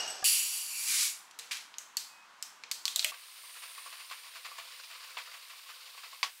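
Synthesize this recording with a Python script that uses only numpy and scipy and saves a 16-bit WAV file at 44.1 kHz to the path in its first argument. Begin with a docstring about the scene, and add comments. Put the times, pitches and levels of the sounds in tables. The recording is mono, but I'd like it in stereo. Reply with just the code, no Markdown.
"""Three moments in a home kitchen, joined by hard cuts.
First a small metal piece jingles in decaying modes over a scuffle of filtered clicks and a hollow bump.
Then a plastic soda bottle opens over soft room noise: gas hisses as a jet of noise through the cap thread,
cap and seal ring snap as resonant cracks, dull spurts follow, and the cap squeaks one thin note.
Last, soda pours into a tilted glass: foam fizzes in tiny pops, bubbles gurgle, the bottle knocks, once loudly."""
import sys
import numpy as np
from scipy import signal
from scipy.fft import rfft, irfft
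from scipy.io import wavfile
from scipy.ndimage import map_coordinates

SR = 44100
rng = np.random.default_rng(int(sys.argv[2]) if len(sys.argv) > 2 else 0)


def digitize_waveform(pressure):
    """Quantize a signal to 16-bit integers and store it at the path in sys.argv[1].

    Rows of a 2-D input are taken as channels; values are limited to [-1, 1].
    """
    field = np.atleast_2d(pressure).T
    bounded = np.clip(field, -1, 1)
    quanta = np.round(bounded * 32767).astype(np.int16)
    wavfile.write(sys.argv[1], SR, quanta)


N = 282240
T = np.arange(N) / SR  # time axis [s]

OPEN_S, POUR_S = 0.2425, 3.113  # cuts to the opening and to the pour
TOP_HZ = 15700  # upper edge of the final low-pass

# modes of the metal piece: (frequency [Hz], level [dB], t60 [s])
METAL_MODES = [(2860, 0.5, 0.3), (2880, -9, 0.35), (6660, -11, 0.22), (5800, -20, 0.2), (5630, 3.5, 0.064),
               (7994, 3.5, 0.14), (8100, -32, .25), (11500, -11, 0.18), (11800, -23, 0.45)]
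# shakes of the metal piece: (time [s], level [dB], extra on its high modes [dB])
SHAKES = [(0.002, -35.5, -9), (0.078, -42.5, 0), (0.103, -45, 4)]
# colour of the scuffle: (frequency [Hz], level [dB])
SCUFFLE_COLOUR = [(60, -48), (250, -13), (500, -4), (750, 3.5), (1050, -4.5), (1550, 0.5), (2100, -7),
                  (2800, -1), (3700, -7), (5500, 2), (7000, -7.5), (11000, -24), (13000, -32)]
SCUFFLE_DB, SCUFFLE_FADE_DB_S = -38, 44  # starting level; steady fade in dB per second
# modes of the short hollow bump: (frequency [Hz], level [dB], t60 [s])
BUMP_MODES = [(762, 4, 1), (1180, -0.5, 0.27), (1657, 1, 0.25), (1730, -8, 0.19)]
BUMP_S, BUMP_DB = 0.227, -43.5

# flow of the escaping gas, before the trim: (time [s], level [dB])
GAS_FLOW = [(0.245, -25), (0.257, -22.5), (0.513, -35.5), (0.547, -34), (0.673, -40), (0.865, -34),
            (0.887, -29.5), (1.025, -27), (1.073, -31.5), (1.14, -45)]
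# higher resonances of the thread channel: (frequency [Hz], width of each of two passes [Hz], level [dB])
THREAD_RESONANCES = [(4680, 580, 5.5), (5990, 730, -2), (7260, 2600, 2.5), (9050, 250, 6.5),
                     (10470, 900, 6.5), (11140, 670, 4.5), (13060, 3200, -1.5)]
# colour of the free jet: (frequency [Hz], level [dB])
JET_COLOUR = [(200, -49), (700, -39.5), (1000, -21.5), (1600, -13.5), (2300, -7), (3400, -6.5), (4500, -3),
              (8000, -2.5), (10500, -6), (13000, -12.5), (16000, -18)]
GAS_DB, GAS_FADE_DB_S = -1.5, 150  # trim; how fast the hiss dies away after the last flow row [dB per second]
# the gap widens as the cap turns, so its lowest resonance sinks: pitches, midpoint, time constant
GAP_TIGHT_HZ, GAP_WIDE_HZ, GAP_WIDENS_S, GAP_WIDENING_S = 2810, 2294, 0.75, 0.065
# then the seal lets go and most of the flow bypasses the thread channel: midpoint, time constant, power shares
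SEAL_OPENS_S, SEAL_OPENING_S, BYPASS_TIGHT, BYPASS_LOOSE = 0.87, 0.018, 0.13, 0.85
NECK_HZ, NECK_WIDTH_HZ, NECK_DB = 266, 71, -42.5  # air in the bottle hums under the free jet; dB against it
GAS_ROOM_DB = -6  # share of the hiss that comes back from table and walls

# colour of the room's air noise: (frequency [Hz], level [dB])
KITCHEN_COLOUR = [(30, -26), (70, -40), (110, -27.5), (170, -18.5), (280, -15.5), (480, -16.5), (700, -9.5),
                  (1050, -1), (1450, -4), (2400, -10), (3200, -11.5), (7000, -19), (15000, -35.5)]
KITCHEN_DB = -58

# snaps of cap and seal ring: (time [s], level [dB], resonance [Hz], treble [dB])
SNAPS = [(1.311, -53, 6000, -4.5), (1.3896, -40.5, 4130, 5), (1.396, -43.5, 4060, 2),
         (1.511, -38.5, 2410, -11), (1.518, -37.5, 3260, -20), (1.570, -44.5, 4040, 0),
         (1.741, -49.5, 3060, -39), (1.784, -37.5, 6450, 6.5), (1.9695, -28, 4590, 10.5),
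         (2.4257, -35.5, 5320, 7), (2.637, -43, 2200, -19), (2.714, -29.5, 4600, 9.5),
         (2.8546, -27.5, 4360, 8.5), (2.880, -31, 3520, 6.5), (2.9603, -26, 3800, 15),
         (2.994, -26.5, 4130, 5), (3.027, -38.5, 3440, -11), (3.0456, -25.5, 3000, 15),
         (3.047, -29.5, 2200, -20)]
# colour of the stiff plastic: (frequency [Hz], level [dB])
PLASTIC_COLOUR = [(100, -42), (400, -26), (700, -10), (1500, -1.5), (2500, 5), (4000, 5), (5700, 5),
                  (7700, 4.5), (10000, -6), (12000, -7), (16000, -14)]
# the harder the snap, the more its resonance stands out: base dB at a hard snap, and dB per dB of level
HARD_SNAP_DB, SNAP_RING_DB, RING_PER_DB = -24.5, 13, 0.77
SNAP_RATTLE_T60_S, SNAP_RATTLE_DB, SNAP_ROOM_DB = 0.04, 2, -3
CAP_RIGHT_DB = 1.5  # the cap sits a little to the right
# the hollow bottle sounding with some snaps, its pitch set by the grip: (time [s], level [dB], pitch [Hz])
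HOLLOWS = [(1.390, -63, 468), (2.638, -68, 476), (2.853, -50.5, 1128), (2.961, -56, 649), (3.046, -50, 612)]
HOLLOW_T60_S = 0.42

# later twists let out last spurts of gas: (time [s], level [dB], t60 [s])
SPURTS = [(1.40, -52.5, 1), (1.511, -35, .36)]
SPURT_ATTACK_S, SPURT_TREBLE_DB = 0.0045, -9.5

# the cap squeaks faintly as it turns
SQUEAK_S, SQUEAK_HZ, SQUEAK_DB = 2.073, 2530, -59.5
SQUEAK_ATTACK_S, SQUEAK_HOLD_S, SQUEAK_T60_S = 0.053, 0.11, 0.2

# colour of the foam: (frequency [Hz], level [dB])
FOAM_COLOUR = [(60, -37), (300, -20.5), (1000, -1.5), (2800, 6), (4500, 2), (6300, 1), (7300, -2.5),
               (8200, 4.5), (10600, 1), (11700, 1.5), (12500, -1.5), (13600, 2), (16000, -2)]
# bands of the young foam's sizzle: (frequency [Hz], width of each of two passes [Hz], level [dB])
SIZZLE_BANDS = [(9320, 1300, -0.5), (13700, 1600, -12)]
# foam hisses steadily; it flares up when the first soda hits the dry glass, then settles
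FOAM_DB, FLARE_DB, FLARE_S, FLARE_WIDTH_S = -57, 3.3, 3.67, 0.33
# the sizzle, in dB over the foam, grows until the flare and then thins out
SIZZLE_DB, SIZZLE_RISE_DB_S, SIZZLE_FADE_DB_S = -2.5, 9, 6
FOAM_ROOM_DB = -4  # share of the foam that comes back from table and walls

# flow of the pour, before the trim: (time [s], splash level [dB])
POUR_FLOW = [(3.16, -55.5), (3.4, -54.5), (3.77, -52.5), (5.24, -50.5), (5.49, -53.5), (6.09, -52),
             (6.39, -66)]
# colour of the splash: (frequency [Hz], level [dB])
SPLASH_COLOUR = [(100, -49), (300, -60.5), (500, -23.5), (780, -13), (1050, 3.5), (1650, -7), (2450, 5.5),
                 (3300, 3), (4000, 5.5), (5000, 4.5), (6000, -4.5), (8000, -10), (15000, -61)]
SPLASH_DB, WOBBLE_DB = -2.5, 1.5  # trim; rms size of the stream's wobble
# air resonances of the glass: (frequency [Hz], width [Hz], level [dB])
GLASS_RESONANCES = [(514, 20, 9), (676, 19, 8), (1100, 390, -5.5), (4600, 117, -6), (7140, 250, 4)]
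# gulps of air dragged under by the stream: (time [s], level [dB], trim of its one large bubble [dB])
GULPS = [(3.114, -47.5, -1.5), (3.431, -59, 0.5), (3.558, -49.5, -16), (3.62, -48, -21), (3.774, -49.5, -4),
         (3.855, -50, 1), (3.921, -46.5, -23), (3.99, -49, -20), (4.262, -57.5, -1.5), (4.107, -42.5, -6),
         (4.348, -47, -26), (4.449, -43, -19), (4.51, -52.5, 4.5), (4.578, -45.5, -4.5),
         (4.899, -48.5, -17), (4.942, -54, -22), (5.028, -49.5, -18), (5.172, -42, -14),
         (5.332, -48.5, -17), (5.493, -51.5, -10.5), (5.686, -48, -7.5), (5.972, -50.5, -5),
         (6.03, -48, -8), (6.125, -52.5, -1)]
# colour of the churning water: (frequency [Hz], level [dB])
GULP_COLOUR = [(100, -31), (300, -60.5), (480, -11), (780, -2), (1050, 7.5), (1600, 5.5), (2600, 11),
               (3400, 5), (4700, 2.5), (6500, -6), (15000, -12)]
GULP_LENGTH_S, GULP_BUBBLE_HZ, GULP_DETUNE = 0.02302, 1102, 0.029  # detune: pitch spread, as a share
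FALTER_DB, FALTER_S = -4.5, 0.066  # deepest dip of the flow, and its length just before each gulp
SMALL_GULP_DB, SMALL_GULP_BUBBLE_DB = -59.5, -3.5  # lesser gulps come at random

# knocks of the bottle on the glass: (time [s], level [dB], rattle t60 [s], treble [dB])
KNOCKS = [(4.1, -47.5, 0.011, -3), (4.448, -46, 0.058, -8), (5.17, -38.5, 0.038, -24),
          (6.2300, -26, 0.04, -2)]
# colour of the knocks: (frequency [Hz], level [dB])
KNOCK_COLOUR = [(100, -40), (280, -34), (400, -18), (650, -7), (950, -1), (1550, -2.5), (2200, 2),
                (3500, 2), (5200, -0.5), (6500, -6), (9000, -13), (15000, -22)]
# resonances of the bottle wall as it knocks: (frequency [Hz], width [Hz], level [dB])
WALL_RESONANCES = [(2200, 480, -2.5), (3480, 210, 4), (4630, 330, 7.5), (5950, 61, 16), (12000, 190, 7)]
# air in the glass ringing with each knock, before the knock colour:
# (frequency [Hz], level over the knock [dB], t60 [s])
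KNOCK_RING = [(1036, -1.5, 0.049), (1120, -3, 0.12)]

# stereo width of the microphone pair: (frequency [Hz], level of the side signal [dB])
MIC_WIDTH = [(150, -13.5), (500, -6), (1000, -5.5), (2500, 0), (6000, 2.5), (13000, 3.5)]


def undb(db):
    """Decibels to gain."""
    return 10 ** (np.asarray(db) / 20)


def curve(rows, axis=1):
    """One column of a table, joined by straight lines in time."""
    rows = np.asarray(rows)
    return np.interp(T, rows[:, 0], rows[:, axis])


def ease(s, time_constant):
    """A smooth step from 0 to 1 around time s."""
    return (1 + np.tanh((T - s) / time_constant / 2)) / 2


def unit(x):
    """Scale to rms 1."""
    return x / np.sqrt(np.mean(x ** 2))


def strength(x, db):
    """Give a short sound the energy of 10 ms at this level."""
    return unit(x) * np.sqrt(SR / 100 / x.shape[-1]) * undb(db)


def fade(t, t60):
    """Exponential decay, 60 dB down after t60."""
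    return np.exp(-np.log(1000) * t / t60)


def add(track, s, sound):
    """Mix a sound into a track from time s on."""
    start = max(int(s * SR), 0)
    track[..., start:start + sound.shape[-1]] += sound[..., :N - start]


def colour(x, points):
    """Causal minimum-phase filter with the given (Hz, dB) shape."""
    n = x.shape[-1]
    hz, db = np.transpose(points)
    log_hz = np.log(np.fft.rfftfreq(n, 1 / SR) + 1)
    log_gain = np.log(undb(np.interp(log_hz, np.log(hz), db)))
    # folding the cepstrum onto positive times makes the filter causal
    folded = irfft(log_gain, n) * (1 + np.sign(np.fft.fftfreq(n)))
    return irfft(rfft(x) * np.exp(rfft(folded)), n)


def resonate(x, peaks):
    """Parallel resonances (Hz, width Hz, dB)."""
    total = 0
    for hz, width, db in peaks:
        b, a = signal.iirpeak(min(hz, SR / 2 - 1), hz / width, SR)
        total = total + undb(db) * signal.lfilter(b, a, x)
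    return total


def steep(x, peaks):
    """Resonances with steep skirts: each is applied twice."""
    return sum(resonate(resonate(x, [(hz, width, db)]), [(hz, width, 0)]) for hz, width, db in peaks)


def spread(pair, side_db, pan_db=0):
    """Two unrelated signals as middle and side of a stereo sound; positive pan leans left."""
    mid, side = pair[0], pair[1] * undb(side_db)
    return np.array([(mid + side) * undb(pan_db / 2), (mid - side) * undb(-pan_db / 2)])


def pops(count, scatter_db):
    """Two trains of tiny clicks, count a second; most are faint, a few stand out."""
    size = undb(scatter_db * np.minimum(rng.exponential(size=(2, N)), 2 * np.pi))
    sign = np.sign(rng.standard_normal((2, N)))
    return unit(size * sign * (rng.random((2, N)) < count / SR))


def ring(modes):
    """Freely decaying modes (Hz, dB, t60 s)."""
    t = np.arange(SR // 2) / SR
    return sum(undb(db) * fade(t, t60) * np.sin(2 * np.pi * hz * t) for hz, db, t60 in modes)


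def blow(t60, crack_db, side_db):
    """A sharp crack and the brief rattle of the wall behind it, which differs left and right."""
    t = np.arange(SR // 4) / SR
    rattle = spread(rng.standard_normal((2, len(t))) * fade(t, t60), side_db)
    return rattle / np.linalg.norm(rattle[0]) + undb(crack_db) * (t == 0)


def room(x, t60=0.4, treble_t60=0.45, build_s=0.0085, side_db=-7):
    """The kitchen's diffuse echo; the sound below and above 8 kHz dies at its own rate."""
    t = np.arange(SR // 2) / SR
    noise = rng.standard_normal((2, len(t)))
    low = signal.sosfilt(signal.butter(2, 8000, fs=SR, output="sos"), noise)
    # reversed noise keeps the treble unrelated to the low part
    high = signal.sosfilt(signal.butter(2, 8000, "high", fs=SR, output="sos"), noise[:, ::-1])
    tail = (low * fade(t, t60) + high * fade(t, treble_t60)) * (1 - np.exp(-t / build_s))
    echo = spread(tail / np.linalg.norm(tail[0]), side_db)
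    return signal.fftconvolve(x[None], echo, axes=1)[:, :N]


def jingle():
    """A shaken metal piece rings in its own modes, brighter or duller from shake to shake."""
    metal = np.zeros(N)
    for s, db, high_db in SHAKES:
        add(metal, s, undb(db) * colour(ring(METAL_MODES), [(5500, 0), (7800, high_db)]))
    return metal


def scuffle():
    """Dense small frictional clicks on the floor, dying away steadily."""
    friction = unit(colour(pops(6000, 0.79), SCUFFLE_COLOUR))
    return spread(friction * undb(SCUFFLE_DB - SCUFFLE_FADE_DB_S * T), -6)


def bump():
    """A hollow body is struck near the end of the scuffle and rings in a few low modes."""
    track = np.zeros(N)
    add(track, BUMP_S, undb(BUMP_DB) * ring(BUMP_MODES))
    return track


def gas():
    """A turbulent jet sounds the thread channel, then broadens as the cap comes loose."""
    gap_hz = GAP_TIGHT_HZ + (GAP_WIDE_HZ - GAP_TIGHT_HZ) * ease(GAP_WIDENS_S, GAP_WIDENING_S)
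    gap = unit(steep(pops(20000, 0.63), [(GAP_TIGHT_HZ, 750, 0)]))
    # reading the noise ever more slowly lowers its resonance
    read_at = np.cumsum(gap_hz / GAP_TIGHT_HZ)
    gap = np.array([map_coordinates(side, [read_at], mode="wrap") for side in gap])
    higher = unit(steep(pops(20000, 2.0), THREAD_RESONANCES))
    channel = unit(higher + undb(-9.5) * gap)

    neck = undb(NECK_DB) * unit(steep(pops(20000, 1.3), [(NECK_HZ, NECK_WIDTH_HZ, 0)]))
    free_jet = unit(colour(pops(20000, 1.4), JET_COLOUR)) + neck
    free = BYPASS_TIGHT + (BYPASS_LOOSE - BYPASS_TIGHT) * ease(SEAL_OPENS_S, SEAL_OPENING_S)
    free = np.clip(free, 0, 1)
    jet = np.sqrt(1 - free) * channel + np.sqrt(free) * free_jet

    last_s = GAS_FLOW[-1][0]
    flow_db = GAS_DB + curve(GAS_FLOW) - GAS_FADE_DB_S * np.maximum(T - last_s, 0)
    hiss = spread(jet * undb(flow_db), -33, -1.4)
    echo = room(hiss.mean(axis=0), t60=0.23, treble_t60=0.21, build_s=0.0013, side_db=-6.5)
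    return hiss + undb(GAS_ROOM_DB) * echo


def kitchen():
    """Soft steady air noise of the room."""
    air = unit(colour(rng.standard_normal((2, N)), KITCHEN_COLOUR))
    return undb(KITCHEN_DB) * spread(air, -1.5)


def cap():
    """Each snap cracks the stiff plastic and rings one resonance of its own; the kitchen answers."""
    direct, send = hollow_bottle(), np.zeros(N)
    whole = colour(signal.unit_impulse(SR // 4), PLASTIC_COLOUR)
    for s, db, hz, treble_db in SNAPS:
        tilt = [(5000, 0), (12000, treble_db)]
        ring_db = SNAP_RING_DB + RING_PER_DB * (db - HARD_SNAP_DB)
        rattle = undb(SNAP_RATTLE_DB) * blow(SNAP_RATTLE_T60_S, crack_db=-13, side_db=-6)
        click = blow(0.0029, crack_db=-7, side_db=-19.5)
        snap = colour(rattle + click, PLASTIC_COLOUR)
        snap = snap + resonate(snap, [(hz, 400, ring_db + 4.5)])
        add(direct, s, strength(colour(snap, tilt), db))
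        # the room hears the whole wall at once, so its colour is smoother
        smooth = whole + resonate(whole, [(hz, 700, ring_db - 1)])
        add(send, s, strength(colour(smooth, tilt), db + SNAP_ROOM_DB))
    # cloth and soft furnishings swallow the top of the echo
    echo = room(colour(send, [(8500, -2.5), (14000, -4.5)]), side_db=-9.5)
    pan_db = np.array([[-1], [1]]) * CAP_RIGHT_DB / 2
    return (direct + echo) * undb(pan_db)


def hollow_bottle():
    """Some snaps set the hollow bottle ringing in two close modes."""
    track = np.zeros((2, N))
    for s, db, hz in HOLLOWS:
        modes = [(hz, 0, HOLLOW_T60_S), (1.09 * hz, -6, HOLLOW_T60_S)]
        add(track, s, undb(db) * ring(modes))
    return track


def spurts():
    """What pressure is left escapes in dull, fading spurts as the cap turns on."""
    envelope = 0
    for s, db, t60 in SPURTS:
        age = np.maximum(T - s, 0)
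        envelope = envelope + undb(db) * np.minimum(age / SPURT_ATTACK_S, 1) * fade(age, t60)
    jet = colour(pops(9000, 1.3), JET_COLOUR)
    dull_jet = colour(jet, [(1200, 6.5), (3500, -0.5), (8000, SPURT_TREBLE_DB)])
    return spread(unit(dull_jet) * envelope, -8.5, -1.1)


def squeak():
    """The turning cap sings one thin note: attack, hold, release."""
    age = T - SQUEAK_S
    attack = np.clip(age / SQUEAK_ATTACK_S, 0, 1)
    release = fade(np.maximum(age - SQUEAK_ATTACK_S - SQUEAK_HOLD_S, 0), SQUEAK_T60_S)
    return undb(SQUEAK_DB) * attack * release * np.sin(2 * np.pi * SQUEAK_HZ * T)


def foam():
    """Thousands of tiny bubbles burst; the youngest and finest sizzle high."""
    bed = unit(colour(pops(5000, 1.2), FOAM_COLOUR))
    fine = unit(steep(pops(6500, 1.3), SIZZLE_BANDS))
    age = T - FLARE_S
    sizzle_db = SIZZLE_DB + np.minimum(SIZZLE_RISE_DB_S * age, -SIZZLE_FADE_DB_S * age)
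    foam_db = FOAM_DB + FLARE_DB * np.exp(-(age / FLARE_WIDTH_S) ** 2)
    fizz = spread((bed + fine * undb(sizzle_db)) * undb(foam_db), -13.5, 0.82)
    return fizz + undb(FOAM_ROOM_DB) * room(fizz.mean(axis=0), side_db=-8.5)


def stream():
    """The stream splashes, traps small bubbles and gulps air; all of it sounds in the glass."""
    falter, swell, big_bubbles = gulps()
    # the stream wobbles, so the splash comes in small surges
    slow_band = signal.butter(2, [5, 25], "band", fs=SR, output="sos")
    wobble = unit(signal.sosfilt(slow_band, rng.standard_normal(N)))
    flow_db = SPLASH_DB + curve(POUR_FLOW) + WOBBLE_DB * wobble + FALTER_DB * falter
    splash = unit(colour(pops(4000, 0.85), SPLASH_COLOUR)) + unit(small_bubbles()) / 2
    churn = unit(colour(pops(3000, 1.2), GULP_COLOUR))
    liquid = spread(splash * undb(flow_db), -9, 0.8)
    liquid = liquid + spread(churn * swell * undb(-0.5), -16) + big_bubbles
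    # so small a vessel radiates no bass
    liquid = signal.sosfilt(signal.butter(9, 400, "high", fs=SR, output="sos"), liquid)
    return liquid + resonate(liquid, GLASS_RESONANCES) + undb(-8.5) * room(liquid.mean(axis=0))


def small_bubbles(count=2200):
    """Small trapped bubbles ring at random times, pitches, sizes and places, as middle and side."""
    bubbles = np.zeros((2, N))
    for when, pitch, size, place in rng.random((count, 4)):
        hz = 1100 * 4.7 ** np.sqrt(pitch)
        blip = bubble(hz, cycles=36, glide=0.08) * undb(12 * size ** 3)
        s = POUR_S + when * (N / SR - POUR_S)
        add(bubbles, s, np.outer([1, 2 * np.sin(2 * np.pi * place)], blip))
    return bubbles


def bubble(hz, cycles, glide):
    """A trapped bubble rings, rising in pitch as it nears the surface."""
    length_s = cycles / hz
    age = np.arange(int(length_s * SR)) / (length_s * SR)
    return fade(age, 1) * np.sin(2 * np.pi * cycles * age * (1 + glide * age / 2))


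def gulps(count=9):
    """The flow falters, then a swell of churning carries one larger bubble under; gives all three."""
    falter, swell, big_bubbles = np.zeros((3, N))
    span_s = KNOCKS[-1][0] - POUR_S  # lesser gulps end by the last knock
    small = [(POUR_S + when * span_s, SMALL_GULP_DB, SMALL_GULP_BUBBLE_DB) for when in rng.random(count)]
    age = np.arange(SR // 4) / SR / (GULP_LENGTH_S / 2)
    for s, db, bubble_db in small + list(GULPS):
        hz = GULP_BUBBLE_HZ * (1 + GULP_DETUNE * rng.standard_normal())
        add(falter, s - FALTER_S, undb(db) * np.hanning(int(FALTER_S * SR)))
        add(swell, s, undb(db) * age * np.exp(1 - age))
        big = 2 * bubble(hz, cycles=60, glide=0.12)
        add(big_bubbles, s + GULP_LENGTH_S / 4, undb(db + bubble_db) * big)
    return falter / falter.max(), swell, big_bubbles


def knocks():
    """The half-empty bottle knocks on the glass: wall resonances, ringing air and a short echo."""
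    direct, send = np.zeros((2, N)), np.zeros(N)
    for s, db, t60, treble_db in KNOCKS:
        tilt = [(2500, 0), (7000, treble_db)]
        knock = colour(colour(blow(t60, crack_db=-9.5, side_db=-10.5), KNOCK_COLOUR), tilt)
        add(direct, s, strength(knock + resonate(knock, WALL_RESONANCES), db))
        add(direct, s, undb(db) * colour(ring(KNOCK_RING), KNOCK_COLOUR))
        thump = colour(colour(signal.unit_impulse(SR // 4), KNOCK_COLOUR), tilt)
        add(send, s, strength(thump, db))
    return direct + undb(-4) * room(send, t60=0.18, treble_t60=0.24, build_s=0.0039, side_db=-10)


def scene():
    """The three moments, one after the other."""
    struck = jingle() + bump()
    floor = struck + undb(-3) * room(struck) + scuffle()
    opening = gas() + kitchen() + cap() + spurts() + squeak()
    pour = foam() + stream() + knocks()
    return floor * (T < OPEN_S) + opening * ((T >= OPEN_S) & (T < POUR_S)) + pour * (T >= POUR_S)


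def record(dry):
    """The microphones hear the treble wider than the bass; a steep low-pass cuts the top."""
    mid = (dry[0] + dry[1]) / 2
    side = colour((dry[0] - dry[1]) / 2, MIC_WIDTH)
    low_pass = signal.ellip(10, 0.2, 80, TOP_HZ, fs=SR, output="sos")
    return signal.sosfilt(low_pass, np.array([mid + side, mid - side]))


dry = scene()
out = record(dry)
digitize_waveform(out)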